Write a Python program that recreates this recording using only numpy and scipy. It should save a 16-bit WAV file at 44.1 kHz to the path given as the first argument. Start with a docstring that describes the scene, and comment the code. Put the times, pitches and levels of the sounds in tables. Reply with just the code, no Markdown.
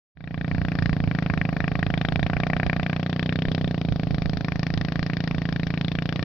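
"""Open marshland, a small single-cylinder boat some way off to the left of a two-port microphone.
The sound fades in on its steady popping over a faint hiss of dry grass: each firing booms in the exhaust
chamber, rings the pipe and ends in a sharp crack that the reeds scatter. From 1 to 3 s some crack harder,
while the speed sags and recovers. Wind buffets mostly the right port, hardest near 4 s, as the engine
sags again. A few more hard cracks come just before 6 s."""
import sys
import numpy as np
from scipy.fft import rfft, irfft, next_fast_len
from scipy.io import wavfile
from scipy.ndimage import map_coordinates

SR = 44100
rng = np.random.default_rng(int(sys.argv[2]) if len(sys.argv) > 2 else 0)


def unload_wav(signal):
    """Save mono or channel-first audio to the path in sys.argv[1] as 16-bit WAV at rate SR, clipped to [-1, 1]."""
    wavfile.write(
        sys.argv[1],
        SR,
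        np.round(np.clip(np.atleast_2d(signal).T, -1, 1) * 32767).astype(np.int16),
    )


N = 275184
TIME = np.arange(N) / SR
JET_SPREAD_DB = 2.5  # no two firings are alike

# engine speed as firings per second: t/s, f/Hz
FIRING_RATE = [(0.0, 29.05), (0.64, 29.45), (0.96, 27.53), (1.4, 26.13), (2.08, 27.37), (2.52, 30.68),
               (2.79, 30.0), (3.19, 30.37), (3.47, 31.65), (3.61, 31.18), (3.86, 27.45), (4.32, 26.33),
               (4.69, 27.73), (4.83, 27.27), (5.09, 28.57), (5.33, 27.97), (5.78, 28.0), (6.24, 29.6)]


def engine():
    """The boat across the marsh: each firing's thud, then the crack and spit of its gas jet."""
    # jet at the pipe's mouth, relative levels: t/s, crack level/dB, spit level/dB, sizzle level/dB
    jet_levels = [(0.2, -34.5, -42, -63), (0.6, -38.5, -50.5, -54), (0.83, -32.5, -40.2, -43.5),
                  (1.02, -38.5, -47.5, -53), (1.2, -33.5, -43.5, -51), (1.5, -34, -49, -52.6),
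                  (2.05, -35, -38, -47.5), (2.5, -32, -44, -48), (3.3, -37, -36.5, -48),
                  (3.92, -43.5, -44, -51), (4.5, -37, -45, -42.5), (5.15, -35, -40.5, -44),
                  (5.45, -37.5, -42.5, -47), (5.95, -37, -37.5, -45), (6.24, -36.5, -40, -48)]
    crack_db, spit_db, sizzle_db = curves(jet_levels, TIME)
    times = firings()
    jets = times + np.abs(rng.normal(.001455, .00018, len(times)))  # the jet trails the pressure front
    cracks = amp(hard_firings(crack_db) - 1.5) * crack(jets)
    tails = amp(crack_db - 5.5) * reeds(jets)
    return exhaust(times) + cracks + gas_jet(jets, spit_db, sizzle_db) + tails


def firings():
    """The times at which the exhaust opens, once in every engine cycle."""
    rate, = curves(FIRING_RATE, TIME)
    cycles = .017 + np.cumsum(rate) / SR
    return np.flatnonzero(np.diff(np.floor(cycles))) / SR


def valve(times, open_share=.38, closing_db=-19, turbulence=.08):
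    """A turbulent kick as the valve opens, and a weak push as it shuts a set share of the cycle later."""
    rate, = curves(FIRING_RATE, times)
    opening = unit(place(times, amp(.11 * rng.standard_normal((len(times), 1)))))
    closing = unit(place(times + open_share / rate, np.ones((len(times), 1))))
    return opening + amp(closing_db) * closing + turbulence * puffs(times, .0005, t60=.04, spread_db=1)


def exhaust(times):
    """A slug of gas kicks the chamber and the pipe; the load decides which of them answers most."""
    # resonances of the exhaust chamber and, above it, the tail pipe: f/Hz, level/dB
    chamber = [(30, -2), (55, 14.5), (75, 14.5), (97, 28.5), (122, 26), (165, 33.5), (182, 31), (205, 22),
               (225, 20), (248, 25.5), (290, 20), (345, 7)]
    pipe = [(385, 7), (426, 10.5), (463, 3), (545, 8.5), (595, 5), (692, 11), (790, 5), (880, -6.5),
            (1000, -9), (1140, -7.5), (1500, -2), (3000, -60)]
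    # thud under load, relative levels: t/s, boom level/dB, growl level/dB, bark level/dB
    load = [(0.2, -27, -42.5, -41.5), (0.65, -27.5, -43, -43.5), (0.92, -25.5, -43, -43),
            (1.45, -26.5, -43.5, -39), (2.55, -28, -40, -34.5), (2.88, -27.8, -44, -38),
            (3.35, -27.5, -37.5, -46.5), (3.55, -27.0, -37.5, -43), (4.4, -28, -43.5, -42),
            (5.8, -27.5, -43.5, -46.5), (6.24, -29.5, -40, -45.5)]
    boom_db, growl_db, bark_db = curves(load, TIME)
    thud = ring_body(valve(times), chamber + pipe)
    below = lambda edge_hz: filtered(thud, lambda hz: 1 / (1 + (hz / edge_hz) ** 10))
    boom, lows = below(350), below(600)
    growl, bark = lows - boom, thud - lows
    return (amp(boom_db + .8) * unit(boom) + amp(growl_db - 2) * unit(growl)
            + amp(bark_db - 1.7) * unit(bark))


def crack(times, rise=.000096, t60=.0027, roughness=.97, spread_db=3.5):
    """The jet breaks out as a small shock with a ragged back, which rings the mouth of the pipe."""
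    # resonances of the pipe's mouth: f/Hz, width/Hz, level/dB
    mouth = [(1143, 200, -8), (1638, 65, -8), (1851, 380, 2), (2264, 390, 1)]
    t = np.arange(SR // 100) / SR
    size, width = rng.uniform(-1, 1, (2, len(times), 1))
    shock = np.exp(-t / (rise * (1 + .5 * width)))
    ragged = roughness * rng.standard_normal((len(times), len(t))) * burst(t, 2 * rise, t60)
    snaps = place(times, amp(spread_db * size) * (ragged - shock))
    ring = filtered(snaps, resonator(mouth, soft_hz=5040))
    band_pass = lambda hz: (1 - np.exp(-(hz / 1000) ** 4)) / (1 + (hz / 3000) ** 6)
    return unit(filtered(ring, band_pass))


def hard_firings(crack_db, crest_db=16):
    """The crack's level, reset for each hard firing; crest_db is a crack's peak over its mean."""
    # firings that crack harder than their neighbours: t/s, relative peak level/dB
    hard_cracks = [(0.8579, -14), (1.1129, -18), (1.262, -15), (1.3379, -16), (1.4137, -14), (1.5663, -16),
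                   (1.6791, -14), (1.7534, -15), (1.8277, -13), (1.9764, -16), (2.0497, -14), (2.1585, -14),
                   (2.5331, -12), (2.6973, -12), (2.8634, -15), (5.7394, -17), (5.8107, -15), (5.9868, -16)]
    for s, peak_db in hard_cracks:
        during = (TIME > s - .005) & (TIME < s + .025)
        crack_db = np.where(during, peak_db - crest_db, crack_db)
    return crack_db


def gas_jet(times, spit_db, sizzle_db):
    """Turbulent gas spits and sizzles from the pipe, a quick puff on top of a slower one."""
    # spectra of the spit and the higher sizzle: f/Hz, level/dB
    spit_spectrum = [(1200, -35.5), (2200, -8), (2800, -5.5), (3600, -2), (4200, -13.5), (5200, -34.5),
                     (6800, -43), (9000, -73.5)]
    sizzle_spectrum = [(2500, -43.5), (4300, 1), (5000, 5.5), (5700, -1.5), (6800, -26), (8000, -52),
                       (10000, -80)]
    gas = puffs(times, rise=.00012, t60=.008) + .65 * puffs(times, rise=.00063, t60=.035)
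    spit = amp(spit_db - 1.3) * shaped(gas, spit_spectrum)
    sizzle = amp(sizzle_db - 4) * shaped(gas, sizzle_spectrum)
    return spit + sizzle


def reeds(times):
    """Every crack comes back from the reeds as a short diffuse tail, longer at the right port."""
    # spectrum the reeds scatter: f/Hz, level/dB
    scatter = [(300, -53.5), (900, -12), (1150, 0), (1400, -7.5), (1850, 4), (2100, -3), (2340, 1),
               (2800, -8.5), (4000, -42), (7000, -63.5)]
    tail = lambda t60: shaped(puffs(times, rise=.00087, t60=t60), scatter)
    return unit(tail(.02) + .5 * np.array([tail(.094), tail(.2)]))


def wind(flutter_db=2.5, gust_rise_s=.03, gust_fall_s=.025, lee_db=-17.5):
    """A fluttering breeze with short gusts; eddies strike each port separately, the left in the lee."""
    # steady wind on the right port: t/s, level/dB
    breeze_levels = [(0.3, -28), (0.9, -29), (2.4, -27.5), (3.05, -37.5), (3.35, -34.5), (3.7, -31.5),
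                     (5.0, -30.5), (5.7, -37), (6.24, -28)]
    # the strongest gusts: t/s, peak level/dB
    gust_peaks = [(0.54, -24.0), (0.93, -21.5), (2.23, -22.5), (2.659, -20.5), (2.799, -22.5),
                  (3.491, -21.5), (3.919, -20), (4.13, -18.5), (4.28, -19.5)]
    # spectrum of the buffeting: f/Hz, level/dB
    buffet = [(10, -25.5), (25, -3), (55, 3.5), (95, 5), (160, -4.5), (250, -20), (450, -28.5), (900, -75)]
    breeze_db, = curves(breeze_levels, TIME)
    breeze = amp(breeze_db + flutter_db * wobble(14))
    gusts = np.zeros(N)
    for s, peak_db in gust_peaks:
        width = np.where(TIME < s, gust_rise_s, gust_fall_s)
        gusts += amp(peak_db) * np.exp(-((TIME - s) / width) ** 2)
    eddies = shaped(rng.standard_normal((2, N)), buffet)
    return eddies * np.hypot(breeze, gusts) * amp([[lee_db], [0]])


def marsh():
    """A steady wash of dry grass in the breeze, much the same at both ports."""
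    # spectrum of the grass: f/Hz, level/dB
    grass = [(30, -7.5), (200, 6.5), (420, -2.5), (700, -4.5), (950, -9), (2000, -19.5), (3200, -16),
             (3900, -14.5), (4550, -11), (5600, -21.5), (6800, -40), (8000, -59), (10000, -82.5)]
    shared, left, right = rng.standard_normal((3, N))
    wash = shaped(shared + .5 * np.array([left, right]), grass)
    return wash * amp(-43.5 + .81 * wobble(6.8))


def far_port(x):
    """The right port faces away from the boat: it hears it duller, its low tones slightly later."""
    # shading of that port: f/Hz, level/dB
    shade = [(700, 0.5), (1200, -4), (1900, -7), (2150, -22), (2400, -8), (3200, -18), (4500, -23),
             (6500, -19), (9000, 0)]
    lag = lambda hz: np.exp(-1j * .65 * (hz / 1400) * np.exp((1 - (hz / 1400) ** 2) / 2))
    return filtered(x, lambda hz: colour(shade)(hz) * lag(hz))


def amp(db):
    """Decibels to gain."""
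    return 10 ** (np.asarray(db) / 20)


def unit(x):
    """Scale to rms 1."""
    return x / np.sqrt(np.mean(x ** 2) + 1e-20)


def curves(rows, at):
    """Each column after the time, read at the given seconds."""
    s, *cols = np.transpose(rows)
    return [np.interp(at, s, c) for c in cols]


def wobble(rate):
    """A smooth random curve, rate knots a second."""
    return map_coordinates(rng.standard_normal(int(N * rate / SR) + 4), [TIME * rate])


def filtered(x, response):
    """x times a complex response of frequency."""
    size = next_fast_len(N + SR // 2)
    return irfft(rfft(x, size) * response(np.fft.rfftfreq(size, 1 / SR)), size)[..., :N]


def colour(points):
    """The response through (f/Hz, level/dB) points on a log axis."""
    f, db = np.transpose(points)
    return lambda hz: amp(np.interp(np.log(hz + 1), np.log(f + 1), db))


def shaped(x, points):
    """x coloured by a spectrum, at rms 1."""
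    return unit(filtered(x, colour(points)))


def resonator(modes, soft_hz):
    """The causal response of resonances to a push with a rounded front."""
    def response(hz):
        ring = sum(amp(db) * 1j * hz * width / (f * f - hz * hz + 1j * hz * width)
                   for f, width, db in modes)
        return ring / (1 + 1j * hz / soft_hz) ** 2
    return response


def ring_body(x, points):
    """x through the minimum-phase body that has this spectrum: it rings only after each push."""
    size = next_fast_len(N + SR // 2)
    cepstrum = irfft(np.log(colour(points)(np.fft.rfftfreq(size, 1 / SR))), size)
    cepstrum[1:size // 2] *= 2
    cepstrum[size // 2 + 1:] = 0
    return irfft(rfft(x, size) * np.exp(rfft(cepstrum)), size)[:N]


def place(times, shots):
    """Lay one short sound at each time."""
    index = np.round(times * SR).astype(int)[:, None] + np.arange(shots.shape[1])
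    return np.bincount(index.ravel(), shots.ravel(), N)[:N]


def burst(t, rise, t60):
    """An envelope that swells in rise seconds and falls 60 dB in t60 seconds."""
    return (1 - np.exp(-(t / rise) ** 2)) * amp(-60 * t / t60)


def puffs(times, rise, t60, spread_db=JET_SPREAD_DB):
    """A fresh 40 ms burst of turbulence at each time, each a little stronger or weaker."""
    t = np.arange(SR // 25) / SR
    shots = rng.standard_normal((len(times), len(t))) * burst(t, rise, t60)
    strengths = amp(spread_db * rng.standard_normal((len(times), 1)))
    return unit(place(times, shots * strengths))


def scene():
    """The boat off to the left, grass all round, wind right on the microphone."""
    left, right = engine() + marsh()
    return np.array([left, far_port(right)]) + wind()


def record(dry, top_hz=15950):
    """The microphone's own hiss, a short fade-in, a quick fade-out and the band limit."""
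    # spectrum of the hiss: f/Hz, level/dB
    self_noise = [(1000, 5), (4500, 5.5), (6000, -6), (7500, -16.5), (9500, -24), (12000, 0), (15500, -2)]
    hiss = amp(-69) * shaped(rng.standard_normal((2, N)), self_noise)
    fade = np.interp(TIME, [.15, .55, 6.235, 6.24], [0, 1, 1, 0])
    return filtered((dry + hiss) * fade, lambda hz: hz < top_hz)


dry = scene()
out = record(dry)
unload_wav(out)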